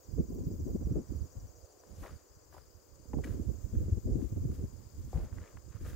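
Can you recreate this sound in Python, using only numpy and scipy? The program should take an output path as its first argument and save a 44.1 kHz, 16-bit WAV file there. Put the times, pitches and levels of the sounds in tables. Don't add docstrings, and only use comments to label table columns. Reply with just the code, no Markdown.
import sys
import numpy as np
from scipy import signal
from scipy.fft import rfft, irfft, next_fast_len
from scipy.io import wavfile
from scipy.ndimage import uniform_filter1d

SR = 44100
rng = np.random.default_rng(int(sys.argv[2]) if len(sys.argv) > 2 else 0)


def inscribe(sig):
    pcm = np.round(np.clip(np.atleast_2d(sig).T, -1, 1) * 32767)
    wavfile.write(sys.argv[1], SR, pcm.astype(np.int16))


N = 262395
TIME = np.arange(N) / SR

# arrival in seconds, hold in seconds, relative rumble level in dB,
# flutter relative to rumble in dB, left minus right rumble in dB.
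GUSTS = [(0.107, .06, -50.5, 0.5, -30), (0.193, 0.024, -33.5, -.5, -5), (0.304, .25, -40, -3, -1),
         (.6, 0.03, -34.5, -11.5, 2.5), (0.674, 0.094, -38.5, -0.5, 2), (0.822, 0.098, -32.5, -11.5, 1.5),
         (0.946, .035, -36, 2, 0), (1.109, 0.13, -39.5, -11, -10), (1.36, 0.089, -44, -16, 0),
         (1.502, 0.15, -62.5, -14, -16.5), (1.889, 0.065, -56.5, -5.5, -24.5),
         (2.003, 0.033, -43, -12.5, -1), (2.124, 0.017, -45, -13, -7.5), (2.324, 0.064, -59, -26, 3),
         (2.47, 0.17, -64.5, -18, 17), (2.696, 0.24, -65.5, -17, -21), (2.996, 0.069, -56.5, -7.5, -30.5),
         (3.143, .055, -35, -5, -6), (3.231, 0.19, -40, -4, -10), (3.466, 0.064, -37, -7, -11),
         (3.611, 0.17, -47, -7.5, -21.5), (3.743, 0.23, -34.5, -9.5, 0.5), (4.064, 0.1, -33, -6.5, 1),
         (4.159, 0.091, -37.5, -3, 12), (4.328, .2, -35, -10, 1.5), (4.597, .045, -35.5, -7, 0),
         (4.685, .19, -53, -7, -19.5), (4.95, 0.15, -43, -13.5, -4), (5.155, 0.079, -35, -13.5, 5),
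         (5.317, 0.1, -43.5, -10.5, -4.5), (5.555, 0.016, -46.5, -11, -7),
         (5.661, 0.17, -52.5, -10.5, -17.5), (5.813, 0.15, -40.5, -12, 0.5)]
# frequency in Hz, relative level in dB.
RUMBLE_SPECTRUM = [(10, -35), (25, -13.5), (45, -0.5), (70, 3), (100, -1), (140, -10), (200, -19),
                   (350, -39), (700, -69)]
FLUTTER_SPECTRUM = [(60, -12.5), (140, -3), (220, -2), (310, -3.5), (420, -14.5), (550, -24.5), (750, -44),
                    (1300, -67), (3000, -70), (8000, -95)]
FINE_SPECTRUM = [(150, -17), (330, 5), (440, 1.5), (560, -8.5), (700, -16.5), (900, -28), (1500, -45),
                 (3000, -60), (8000, -90)]
# time in seconds, relative peak in dB, pitch in Hz.
BUFFETS = [(0.195, -20.5, 88), (0.471, -23, 160), (0.747, -19, 172), (0.907, -20, 89.6), (0.97, -25, 85.5),
           (1.119, -27.5, 277), (3.138, -25, 260), (3.398, -26.5, 306), (3.777, -17, 76.5),
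           (3.925, -18.5, 86.5), (4.125, -20.5, 59.2), (4.449, -20.5, 119), (5.152, -22, 68),
           (5.21, -26.5, 51.1)]

# footfall, length of swing and time under load in seconds,
# then relative levels of crunch and hiss in dB.
STEPS = [(2.028, 0.14, 0.064, -57.5, -66), (2.54, 0.03, 0.039, -68.5, -71.5),
         (3.243, .01, 0.027, -55, -63.5), (3.75, .08, 0.15, -73.5, -79), (4.21, 0.069, 0.026, -75, -70),
         (4.54, .08, 0.044, -70.5, -71.5), (5.14, 0.23, 0.12, -61, -69), (5.375, .05, .1, -60.5, -85),
         (5.72, .05, 0.052, -64, -93), (5.86, 0.08, 0.12, -58.5, -64)]
# time in seconds, relative level in dB.
GRASS_STIR = [(0, -79), (1.7, -81.5), (2.3, -85), (2.75, -81), (3.5, -75.5), (4.7, -77.5), (5.6, -77)]
# frequency in Hz, relative level in dB.
STEM_SPECTRUM = [(200, -2.5), (540, 13.5), (820, -5.5), (1250, 5.5), (1700, 3), (2400, -5.5), (3200, -10),
                 (4200, -12.5), (7000, -19), (12000, -38)]
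BLADE_SPECTRUM = [(1000, 11.4), (2500, 7.3), (4000, 6.7), (6000, 8.8), (9000, 6.8), (11000, 5.5),
                  (13000, 7.3), (16000, 8.3)]
# start in seconds, peak in dB, pitch in Hz, decay time in seconds.
LANDINGS = [(2.032, -44, 700, 0.011), (2.046, -40.5, 590, 0.016), (2.541, -45, 590, 0.008),
            (2.566, -44.5, 606, 0.0076), (3.132, -35, 520, 0.0068), (3.185, -39, 490, 0.006),
            (5.13, -36.5, 490, 0.009), (5.149, -43, 520, 0.075)]
# start in seconds, relative peak in dB, nominal pitch in Hz.
STEM_SNAPS = [(1.8354, -54.5, 960), (2.036, -46, 1180), (2.0609, -48, 1400), (2.0938, -49, 1070),
              (2.5265, -51.5, 1060), (2.5804, -47.5, 980), (3.1337, -51.5, 1400), (3.273, -55, 1380),
              (3.752, -57, 1330), (4.2167, -53.5, 1040), (4.515, -59, 1100), (5.327, -53, 1200),
              (5.3828, -49, 1420), (5.4381, -52, 1410), (5.4752, -55, 1750), (5.571, -48, 1310),
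              (5.723, -59, 1650)]
# start in seconds, relative peak in dB.
TWIG_SPLITS = [(3.2385, -39), (3.2405, -40), (3.2425, -37), (3.245, -37)]
# frequency in Hz, relative level in dB, seconds to decay by 60 dB.
TWIG_MODES = [(1420, -3, .012), (1880, 5, 0.012), (2310, -2, 0.021), (3000, -5.5, 0.013), (5030, -20, .003),
              (6600, -4, 0.0034), (8500, -9, 0.0041)]

# start in seconds, strokes per second, pitch in Hz,
# level relative to the nearest in dB, left minus right in dB.
TRILLS = [(.034, 12.54, 6020, 0, 2), (.026, 13.0, 6740, -2.5, 0), (.02, 15.5, 7330, -5, 1)]
# start in seconds, pitch in Hz, relative level in dB.
CHIRPS = [(0.29, 4860, -67), (.65, 4920, -69), (1.109, 4880, -66), (1.245, 5450, -74), (1.6, 4900, -67.5),
          (2.055, 4890, -66.5), (2.529, 4900, -75), (2.94, 4950, -68), (4.68, 4900, -70)]
# multiple of the pitch, relative level in dB, left minus right in dB.
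CHIRP_PARTIALS = [(1, -8, 13), (2, -13, -13)]
# frequency in Hz, relative level in dB.
FAR_CRICKET_SPECTRUM = [(4500, -27), (5400, -8), (6000, -5), (6600, -1.5), (7250, -1.5), (7700, -4),
                        (8200, -10.5), (8800, -30), (10500, -55)]
FIELD_CRICKET_SPECTRUM = [(3800, -18), (4300, -5.5), (4850, 5), (5100, 5), (5400, -9.5), (6200, -17.5)]
KATYDID_SPECTRUM = [(10000, -38), (12700, -31), (13300, -6), (14000, -5), (15000, -3), (16000, -5)]
# time in seconds, relative level in dB, leftward bias in dB.
FAR_CRICKET_COURSE = [(0.1, -71, 5), (0.3, -68, 5.5), (2.51, -72.5, 2), (2.85, -73, 5), (3.28, -68.5, 3),
                      (3.84, -68, 13.0), (5.04, -70, 19), (5.75, -71, 19)]
KATYDID_COURSE = [(0.1, -69, 2.0), (0.65, -66, 1.5), (1.07, -71.5, 3.6), (1.66, -74, 1.5), (1.89, -76, 4.5),
                  (2.29, -75, 0.5), (3.7, -72, 2.0), (4.29, -70.5, 23), (5.75, -76, 13)]

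# time in seconds, relative level in dB.
DRONE_COURSE = [(0, -59.5), (1.3, -60), (1.7, -54.5), (2.0, -55.5), (2.3, -80), (2.9, -63), (3.6, -58.5),
                (5.95, -91)]
# frequency in Hz, relative level in dB.
MURMUR_SPECTRUM = [(20, -12), (70, -9), (160, -21), (300, 3.5), (500, 3), (780, -8.5), (1050, -6),
                   (1500, -12.5), (2200, -21.5), (4000, -29), (9000, -21), (11000, -30.5), (16000, -28)]
DRONE_SPECTRUM = [(250, -26), (400, -2.5), (510, 3), (600, -3), (750, -9.0), (1100, -25.5), (2000, -34)]
WHINE_SPECTRUM = [(900, -28), (965, -14), (985, -29), (1005, 28), (1070, -31)]


def wind(breeze_db=-74.5, gust_db=-45, steepness=0.28):
    large_power = (undb(breeze_db) * pan(-14.5)) ** 2
    middle_power = 0
    for start, hold, db, flutter_db, side_db in GUSTS:
        power = swell(start, hold, rise_db_per_s=446, fall_db_per_s=385) ** 2
        large_power = large_power + power * (undb(db) * pan(side_db)) ** 2
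        middle_power += power * (undb(db + flutter_db) * pan(0.094 * side_db - 1.3)) ** 2
    fine_power = middle_power * (middle_power / undb(gust_db) ** 2) ** steepness
    rumble = turbulence(RUMBLE_SPECTRUM, shared=0.22, patchy_db=4.0, rate=45) * np.sqrt(large_power)
    flutter = turbulence(FLUTTER_SPECTRUM, shared=0.11, patchy_db=5.0, rate=70) * np.sqrt(middle_power)
    fine = turbulence(FINE_SPECTRUM, shared=0.26, patchy_db=5.5, rate=80) * np.sqrt(fine_power)
    return rumble * undb(0.2) + flutter * undb(0.78) + fine * undb(-7.5)


def turbulence(spectrum, shared, patchy_db, rate):
    clumps = wander(rate) + np.array([wander(rate), wander(rate)])
    eddies = colour(noise_pair(shared) * undb(patchy_db * clumps), spectrum)
    power = uniform_filter1d(np.mean(eddies ** 2, axis=0), size=3500)
    return eddies / np.sqrt(power + 1e-6)


def buffets(width_cycles=0.82, stagger_s=0.0022):
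    out = np.zeros((2, N))
    t = np.arange(-SR // 40, SR // 40) / SR
    for when, db, hz in BUFFETS:
        delays = stagger_s * rng.standard_normal((2, 1))
        phase, side = rng.standard_normal(2)
        cycles = hz * (t - delays)
        pressure = np.sin(2 * np.pi * cycles + phase) * np.exp(-(cycles / width_cycles) ** 2)
        add(out, when + t[0] + 0.0037, pressure * undb(db - 4) * pan(4.1 * side))
    return out


def footsteps(swing_rise_db=12.5, slide_share=0.22):
    press, brush = 0, 0
    for when, swing, load, crunch_db, hiss_db in STEPS:
        press += swell(when, load, rise_db_per_s=593, fall_db_per_s=145) * undb(crunch_db)
        brush += swell(when, slide_share * load, swing_rise_db / swing, fall_db_per_s=85) * undb(hiss_db)
    stems = (crackle(rate=1200, spread_db=3.5) + 0.25 * noise_pair(0.066)) * undb(2.1 * wander(130))
    crunch = colour(stems, STEM_SPECTRUM) * press * undb(-1) * pan(1.1)
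    blades = (crackle(rate=2500, spread_db=2.0) + noise_pair(0)) * undb(wander(40))
    stir = undb(curves(GRASS_STIR)[0])
    hiss = colour(blades, BLADE_SPECTRUM) * np.hypot(brush, stir) * undb(4) * pan(5.5)
    return crunch + hiss


def crackle(rate, spread_db):
    hits = rng.random(N) < rate / SR
    sizes = undb(spread_db * np.minimum(rng.exponential(size=N), 3))
    signs = rng.choice([-1, 1], N)
    return unit(hits * sizes * signs * pan(6 * rng.standard_normal(N)))


def landings():
    out = np.zeros((2, N))
    for start, db, hz, decay_s in LANDINGS:
        add(out, start, fibre_burst(hz, width=0.65, decay_s=decay_s, apart=0.44) * undb(db))
    return out


def stem_snaps():
    out = np.zeros((2, N))
    for start, db, hz in STEM_SNAPS:
        crack = fibre_burst(.92 * hz, width=.72, decay_s=.0035, apart=.7)
        add(out, start, crack * undb(db + 2) * pan(2.5))
    return out


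def fibre_burst(hz, width, decay_s, apart):
    t = np.arange(SR // 4) / SR
    fibres = rng.standard_normal(len(t)) + apart * rng.standard_normal((2, len(t)))
    band = signal.butter(3, [hz / (1 + width), min(hz * (1 + width), SR / 3)], "band", fs=SR)
    burst = signal.lfilter(*band, fibres * np.exp(-t / decay_s))
    return burst / np.abs(burst).max()


def twig():
    out = np.zeros((2, N))
    t = np.arange(SR // 20) / SR
    for start, db in TWIG_SPLITS:
        ring = 0
        for hz, mode_db, t60 in TWIG_MODES:
            envelope = undb(mode_db + 2 * rng.standard_normal((2, 1)) - 60 * t / t60)
            ring += envelope * np.sin(2 * np.pi * (hz * t + rng.random()))
        add(out, start, ring / np.abs(ring).max() * undb(db - 2) * pan(5.1))
    return out


def trilling_crickets(turn_s=1.85, fade_db_per_s=10):
    nearest_db = -66.3 - fade_db_per_s * np.maximum(TIME - turn_s, 0)
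    return sum(trill(start, rate, hz) * undb(nearest_db + db) * pan(side_db)
               for start, rate, hz, db, side_db in TRILLS)


def chirping_crickets(spacing_s=.046, growth_db=1.3):
    out = np.zeros((2, N))
    for start, hz, db in CHIRPS:
        for k in range(3):
            for multiple, partial_db, side_db in CHIRP_PARTIALS:
                stroke = wing_stroke(multiple * hz, length_s=0.029, droop=0.156)
                gain = undb(db + partial_db + k * growth_db) * pan(side_db)
                add(out, start + k * spacing_s, stroke * gain)
    return out


def trill(start, rate, hz):
    out = np.zeros(N)
    for k, (late, sharp, loud) in enumerate(rng.standard_normal((128, 3))):
        when = start + k / rate + .0015 * late
        if when < N / SR:
            stroke = wing_stroke(hz * (1 + .003 * sharp), length_s=.025, droop=.1)
            add(out, when, stroke * undb(1.8 * loud))
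    return out


def wing_stroke(hz, length_s, droop):
    progress = np.linspace(0, 1, int(length_s * SR))
    unevenness = .04 * rng.standard_normal(len(progress))
    tooth_hz = hz * (1 - droop * progress ** 2 + unevenness)
    return np.sin(2 * np.pi * np.cumsum(tooth_hz) / SR) * np.sin(np.pi * progress)


def far_crickets(count=9):
    db, side_db = curves(FAR_CRICKET_COURSE)
    voices = 0
    for hz, (when, pace, side) in zip(np.linspace(6400, 7600, count), rng.random((count, 3))):
        voices += trill(.07 * when, 12 + 4 * pace, hz) * pan(8 * (side - .5))
    haze = colour(noise_pair(0.032), FAR_CRICKET_SPECTRUM) * undb(0.85 * wander(25))
    return (.7 * unit(voices) + haze) * undb(db + 0.26) * power_pan(side_db + 6.5)


def field_crickets(throb_hz=31.5):
    throb = 1 + .25 * np.sin(2 * np.pi * throb_hz * TIME)
    voices = unit(trill(.01, 14.3, 5350) + trill(.03, 17.1, 5050) + trill(.02, 11.2, 4800))
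    haze = colour(noise_pair(0.021), FIELD_CRICKET_SPECTRUM)
    return (haze * throb + 0.26 * voices) * undb(-82.5 + wander(14)) * pan(22.2)


def katydids():
    db, side_db = curves(KATYDID_COURSE)
    sizzle = colour(noise_pair(.05), KATYDID_SPECTRUM)
    return sizzle * undb(db + 3.2 + 1.5 * wander(49)) * power_pan(side_db)


def open_country():
    murmur = colour(noise_pair(0.18), MURMUR_SPECTRUM) * undb(-65.5 + 1.36 * wander(3.115))
    drone = colour(noise_pair(0.57), DRONE_SPECTRUM) * undb(curves(DRONE_COURSE)[0] - 9.5)
    whine = colour(noise_pair(0.13), WHINE_SPECTRUM) * undb(-76 - 11 * TIME)
    return murmur + drone + whine


def undb(db):
    return 10 ** (np.asarray(db) / 20)


def unit(x):
    return x / np.sqrt(np.mean(x ** 2) + 1e-20)


def curves(table):
    times, *columns = np.transpose(table)
    return [np.interp(TIME, times, column) for column in columns]


def swell(when, hold, rise_db_per_s, fall_db_per_s):
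    before, after = np.maximum(when - TIME, 0), np.maximum(TIME - when - hold, 0)
    return undb(-rise_db_per_s * before - fall_db_per_s * after)


def pan(db):
    return undb(np.array([[1], [-1]]) * db / 2)


def power_pan(db):
    gains = pan(db)
    return gains / np.sqrt(np.mean(gains ** 2, axis=0))


def colour(x, spectrum):
    hz, db = np.transpose(spectrum)
    size = next_fast_len(N)
    bin_hz = np.maximum(np.arange(size // 2 + 1) * SR / size, 1)
    gains = undb(np.interp(np.log(bin_hz), np.log(hz), db))
    return unit(irfft(rfft(x, size) * gains, size)[..., :N])


def noise_pair(shared):
    common, own = rng.standard_normal(N), rng.standard_normal((2, N))
    return np.sqrt(shared) * common + np.sqrt(1 - shared) * own


def wander(rate):
    knots = rng.standard_normal(4096)
    return unit(np.interp(TIME * rate, np.arange(len(knots)), knots))


def add(out, start_s, sound):
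    start = max(int(start_s * SR), 0)
    room = max(min(sound.shape[-1], N - start), 0)
    out[..., start:start + room] += sound[..., :room]


def scene():
    air = wind() + buffets()
    feet = footsteps() + landings() + stem_snaps() + twig()
    insects = trilling_crickets() + chirping_crickets() + far_crickets() + field_crickets() + katydids()
    return air + feet + insects + open_country()


def record(dry):
    cutoff_hz = 15750
    return signal.sosfilt(signal.ellip(12, .2, 80, cutoff_hz, fs=SR, output="sos"), dry)


dry = scene()
out = record(dry)
inscribe(out)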